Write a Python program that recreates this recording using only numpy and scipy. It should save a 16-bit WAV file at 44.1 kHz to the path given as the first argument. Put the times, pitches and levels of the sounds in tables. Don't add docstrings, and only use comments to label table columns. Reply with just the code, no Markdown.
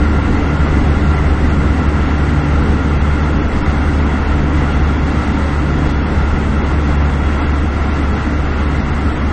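import sys
import numpy as np
from scipy import signal
from scipy.fft import rfft, irfft, dct, next_fast_len
from scipy.io import wavfile
from scipy.ndimage import map_coordinates

SR = 44100
rng = np.random.default_rng(int(sys.argv[2]) if len(sys.argv) > 2 else 0)


def unload_audio(sound):
    columns = np.transpose(np.atleast_2d(sound))
    steps = np.round(np.clip(columns, -1, 1) * 32767)
    wavfile.write(sys.argv[1], SR, steps.astype(np.int16))


def attenuation_scalar(level_db):
    decades = np.asarray(level_db, float) / 20
    return 10 ** decades


N = 411012
SLOTS_PER_SLEEPER = 46
HOP = 940


def along(points, hz):
    f, value = np.transpose(points)
    return np.interp(np.log(hz + 1), np.log(f + 1), value)


def wobble(rate):
    knots = rng.standard_normal(int(N * rate / SR) + 4)
    return map_coordinates(knots, [np.arange(N) * rate / SR])


def ramp(at_s, lasts_s):
    t = np.arange(N) / SR
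    return 0.5 + 0.5 * np.tanh((t - at_s) / max(lasts_s, 0.01))


# f/Hz, side minus mid level/dB
STEREO_WIDTH = [(150, -69), (300, -41.5), (450, -29.5), (800, -21.5), (1000, -25.5), (1400, -24.5),
                (1600, -19), (2500, -15), (3500, -11.5), (5000, -13), (8000, -11)]


def rush(spectrum, modes=()):
    size = next_fast_len(N)
    hz = np.fft.rfftfreq(size, 1 / SR)
    peaks_db = sum(db / (1 + (2 * (hz - centre) / width) ** 2) for centre, width, db in modes)
    mid_gain = attenuation_scalar(along(spectrum, hz) + peaks_db) * (hz > 4)
    gain = mid_gain * [np.ones_like(hz), attenuation_scalar(along(STEREO_WIDTH, hz))]
    pair = irfft(rfft(rng.standard_normal((2, size))) * gain)[:, :N]
    return pair / pair[0].std()


# f/Hz, density level/dB per Hz
AIR_SPECTRUM = [(2500, -17.5), (3500, -1.5), (4500, -2), (5200, -6), (6400, -8.5), (6700, -6.5),
                (7200, -18), (8200, -7.5), (9100, -17)]
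# f/Hz, width/Hz, level/dB
WHEEL_MODES = [(1339, 81, 6), (1411, 58, 6), (1937, 69, 4.5), (2050, 120, 6), (2570, 31, 6.5),
               (2722, 130, 7.5), (2832, 40, 4), (3326, 59, 4.5), (3690, 47, 4.5), (4480, 140, 1),
               (5940, 120, 2.5)]


def air_rush(rough):
    t = np.arange(N) / SR
    level_db = -43.5 - 0.09 * t + 0.6 * rough + 0.99 * wobble(14)
    return attenuation_scalar(level_db) * rush(AIR_SPECTRUM, WHEEL_MODES)


# f/Hz, density level/dB per Hz
RAIL_SPECTRUM = [(300, -31.5), (560, -8), (750, -0.5), (1000, -3), (1200, -4), (1700, -7.5), (2300, -12.5),
                 (2500, -19), (3100, -20), (3500, -25), (4500, -37)]


def rail_roar(rough):
    t = np.arange(N) / SR
    level_db = -24 - 0.1 * t + 0.5 * rough + 0.3 * wobble(24)
    return attenuation_scalar(level_db) * rush(RAIL_SPECTRUM, WHEEL_MODES)


# f/Hz, density level/dB per Hz
FLOOR_SPECTRUM = [(8, -15), (18, 1.5), (45, -1), (62, 2.5), (95, -0.5), (120, -7.5), (150, -0.5), (170, -6),
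                  (270, -4), (315, -5), (335, -11), (480, -14), (620, -21.5), (900, -48.5)]
# f/Hz, width/Hz, level/dB
PANEL_MODES = [(205.4, 5, 9), (210.4, 6.5, 2.5), (249.5, 6, 3), (305.6, 5.3, 3), (377, 29, 3),
               (431, 4.7, 5), (501, 15, 3), (544.5, 9, 7)]


def floor_rumble():
    t = np.arange(N) / SR
    level_db = -15 - 0.25 * t + 0.6 * wobble(5)
    return attenuation_scalar(level_db) * rush(FLOOR_SPECTRUM, PANEL_MODES)


# t/s, length/s, whine rise level/dB
MOTOR_LOADS = [
    (0.619, 0.42, 6.5),
    (1.521, .15, 9.5),
    (2.62, 1.62, 8.5),
    (4.565, 0.55, 12),
    (5.298, .3, 7),
    (5.62, .6, 9),
    (6.378, 1.3, 10.5),
    (8.002, .7, 7.5),
    (9.05, .25, 8),
]


def motor(cycle):
    swell_s = 0.09
    load_db = sum(db * (ramp(start, swell_s) - ramp(start + length, swell_s))
                  for start, length, db in MOTOR_LOADS)
    level_db = -59 + load_db + 2.2 * wobble(16)
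    return np.sqrt(2) * attenuation_scalar(level_db) * np.cos(SLOTS_PER_SLEEPER * cycle + 0.4 * wobble(25))


def gears(cycle):
    meshes_per_sleeper = 18.85
    level_db = -37 - 2 * np.arange(N) / SR + 1.8 * wobble(5)
    return np.sqrt(2) * attenuation_scalar(level_db) * np.cos(meshes_per_sleeper * cycle + 0.6 * wobble(8))


# t/s, length/s, sag change level/dB, sharpness change level/dB
UNEVEN_TRACK = [(0.498, .2, -1.5, 3), (.83, 0.069, -7.5, -1), (2.402, 0.25, 0.5, 3), (2.672, 0.16, -1, -5),
                (3.604, .3, -5.5, -4.5), (4.502, 0.45, 1.5, 3.5), (5.313, .12, -8, -4),
                (6.101, 0.33, 1, -5), (7.094, .5, 3, 0.5), (7.8, 0.48, 0, -4.5), (8.242, 0.077, -2.5, -2),
                (8.945, .5, -1.5, 5)]


def sleepers(cycle):
    t = np.arange(N) / SR
    sag_db, sharp_db = sum(np.outer([sag, sharp], np.exp(-(2 * (t - middle) / length) ** 2))
                           for middle, length, sag, sharp in UNEVEN_TRACK)
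    slip = 2 * np.pi * 0.5 * ramp(0.83, 0.02)
    first_db = -14.5 - 0.34 * t + sag_db
    second_db = -24 - 0.7 * t + 1.05 * sharp_db + 1.6 * wobble(2.3)
    fourth_db = -24.5 - 1.4 * t + 0.4 * sharp_db + 1.4 * wobble(2.5)
    hum = attenuation_scalar(first_db) * np.cos(cycle - slip + 0.072 * wobble(6))
    hum += attenuation_scalar(second_db) * np.cos(2 * cycle + 0.5 + 0.18 * wobble(5))
    hum += attenuation_scalar(fourth_db) * np.cos(4 * cycle + np.pi + 0.65 * wobble(5))
    return np.sqrt(2) * hum


def scene():
    t = np.arange(N) / SR
    slot_hz = 3392 - 6.6 * t - 0.33 * t ** 2
    cycle = 2 * np.pi * np.cumsum(slot_hz) / SR / SLOTS_PER_SLEEPER
    rough = wobble(9)
    mid, side = floor_rumble() + rail_roar(rough) + air_rush(rough)
    mid = mid + motor(cycle) + gears(cycle) + sleepers(cycle)
    side = attenuation_scalar(2.9) * side
    return np.array([mid + side, mid - side])


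BAND_EDGES = [0, 4, 8, 12, 16, 20, 24, 28, 32, 36, 40, 48, 56, 64, 72, 80, 88, 96, 108, 120, 132, 144, 160,
              176, 196, 216, 240, 264, 292, 320, 352, 385]


def lapped(x, back=False):
    window = signal.windows.kaiser_bessel_derived(2 * HOP, 3 * np.pi)
    if not back:
        padded = np.pad(x, [(0, 0), (HOP, 2 * HOP)])
        frames = np.lib.stride_tricks.sliding_window_view(padded, 2 * HOP, 1)[:, ::HOP] * window
        a, b, c, d = np.split(frames, 4, -1)
        folded = np.dstack([-c[..., ::-1] - d, a - b[..., ::-1]])
        return dct(folded, type=4, norm="ortho")[..., :BAND_EDGES[-1]]
    late, early = np.split(dct(x, type=4, n=HOP, norm="ortho"), 2, -1)
    frames = np.dstack([early, -early[..., ::-1], -late[..., ::-1], -late]) * window
    joined = frames[:, 1:, :HOP] + frames[:, :-1, HOP:]
    return joined.reshape(len(x), -1)[:, :N]


# f/Hz, budget/sigma
MID_DROPOUT = [(2000, -3.3), (4500, -2.4), (5400, -1.45), (6500, -.75), (7200, 0), (7900, -.1),
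               (8600, -.15)]
# f/Hz, budget/sigma
SIDE_DROPOUT = [(300, 1.7), (600, -.2), (950, .2), (1300, 1.5), (1450, .6), (1650, -.3), (3200, -.1),
                (3600, .4), (4900, .9), (5500, 1.2), (7200, 1.4), (7900, 1.1)]
# f/Hz, level over rounding step/dB
MID_FINENESS = [(300, 18), (1500, 6), (2200, -1), (2700, -4.5), (3300, -6), (4500, -5.5), (8800, -5)]


def starve(dry):
    shared, linger = 0.55, 0.7
    lines = lapped(np.array([dry[0] + dry[1], dry[0] - dry[1]]) / 2)
    frame_count = lines.shape[1]
    band = np.repeat(np.arange(len(BAND_EDGES) - 1), np.diff(BAND_EDGES))
    hz = np.convolve(BAND_EDGES, [0.5, 0.5], "valid") * SR / 2 / HOP

    draw = rng.standard_normal((2, frame_count + 1, len(BAND_EDGES)))
    draw = (draw[:, 1:] + linger * draw[:, :-1]) / np.hypot(1, linger)
    budget = shared * draw[..., -1:] + np.sqrt(1 - shared ** 2) * draw[..., :-1]
    from_middle_s = (np.arange(frame_count)[:, None] * HOP - N / 2) / SR
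    budget[0] -= 0.05 * from_middle_s
    kept = budget > np.array([along(MID_DROPOUT, hz), along(SIDE_DROPOUT, hz)])[:, None]
    kept[1] &= kept[0]

    band_power = np.add.reduceat(np.mean(lines ** 2, 1), BAND_EDGES[:-1], 1) / np.diff(BAND_EDGES)
    level = np.sqrt(band_power)[:, None]
    fine_db = np.array([along(MID_FINENESS, hz), -7 + 0 * hz])[:, None] + 2.2 * budget
    step = (level / attenuation_scalar(fine_db))[..., band]
    whole = np.floor(abs(lines / step) ** 0.75 + 0.4054)
    mid, side = np.sign(lines) * step * whole ** (4 / 3) * kept[..., band]
    lost = (band == band[-1]) & (draw[0, :, -1:] < 2.1)
    left = np.where(lost, 0, mid + side)
    right = np.where(lost, mid, mid - side)
    return lapped(np.array([left, right]), back=True)


def top_cut(x):
    return signal.sosfilt(signal.butter(12, 9320, fs=SR, output="sos"), x)


def record(dry):
    held = dry / (1 + abs(dry / 1.08) ** 6) ** (1 / 6)
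    return top_cut(starve(held))


dry = scene()
out = record(dry)
unload_audio(out)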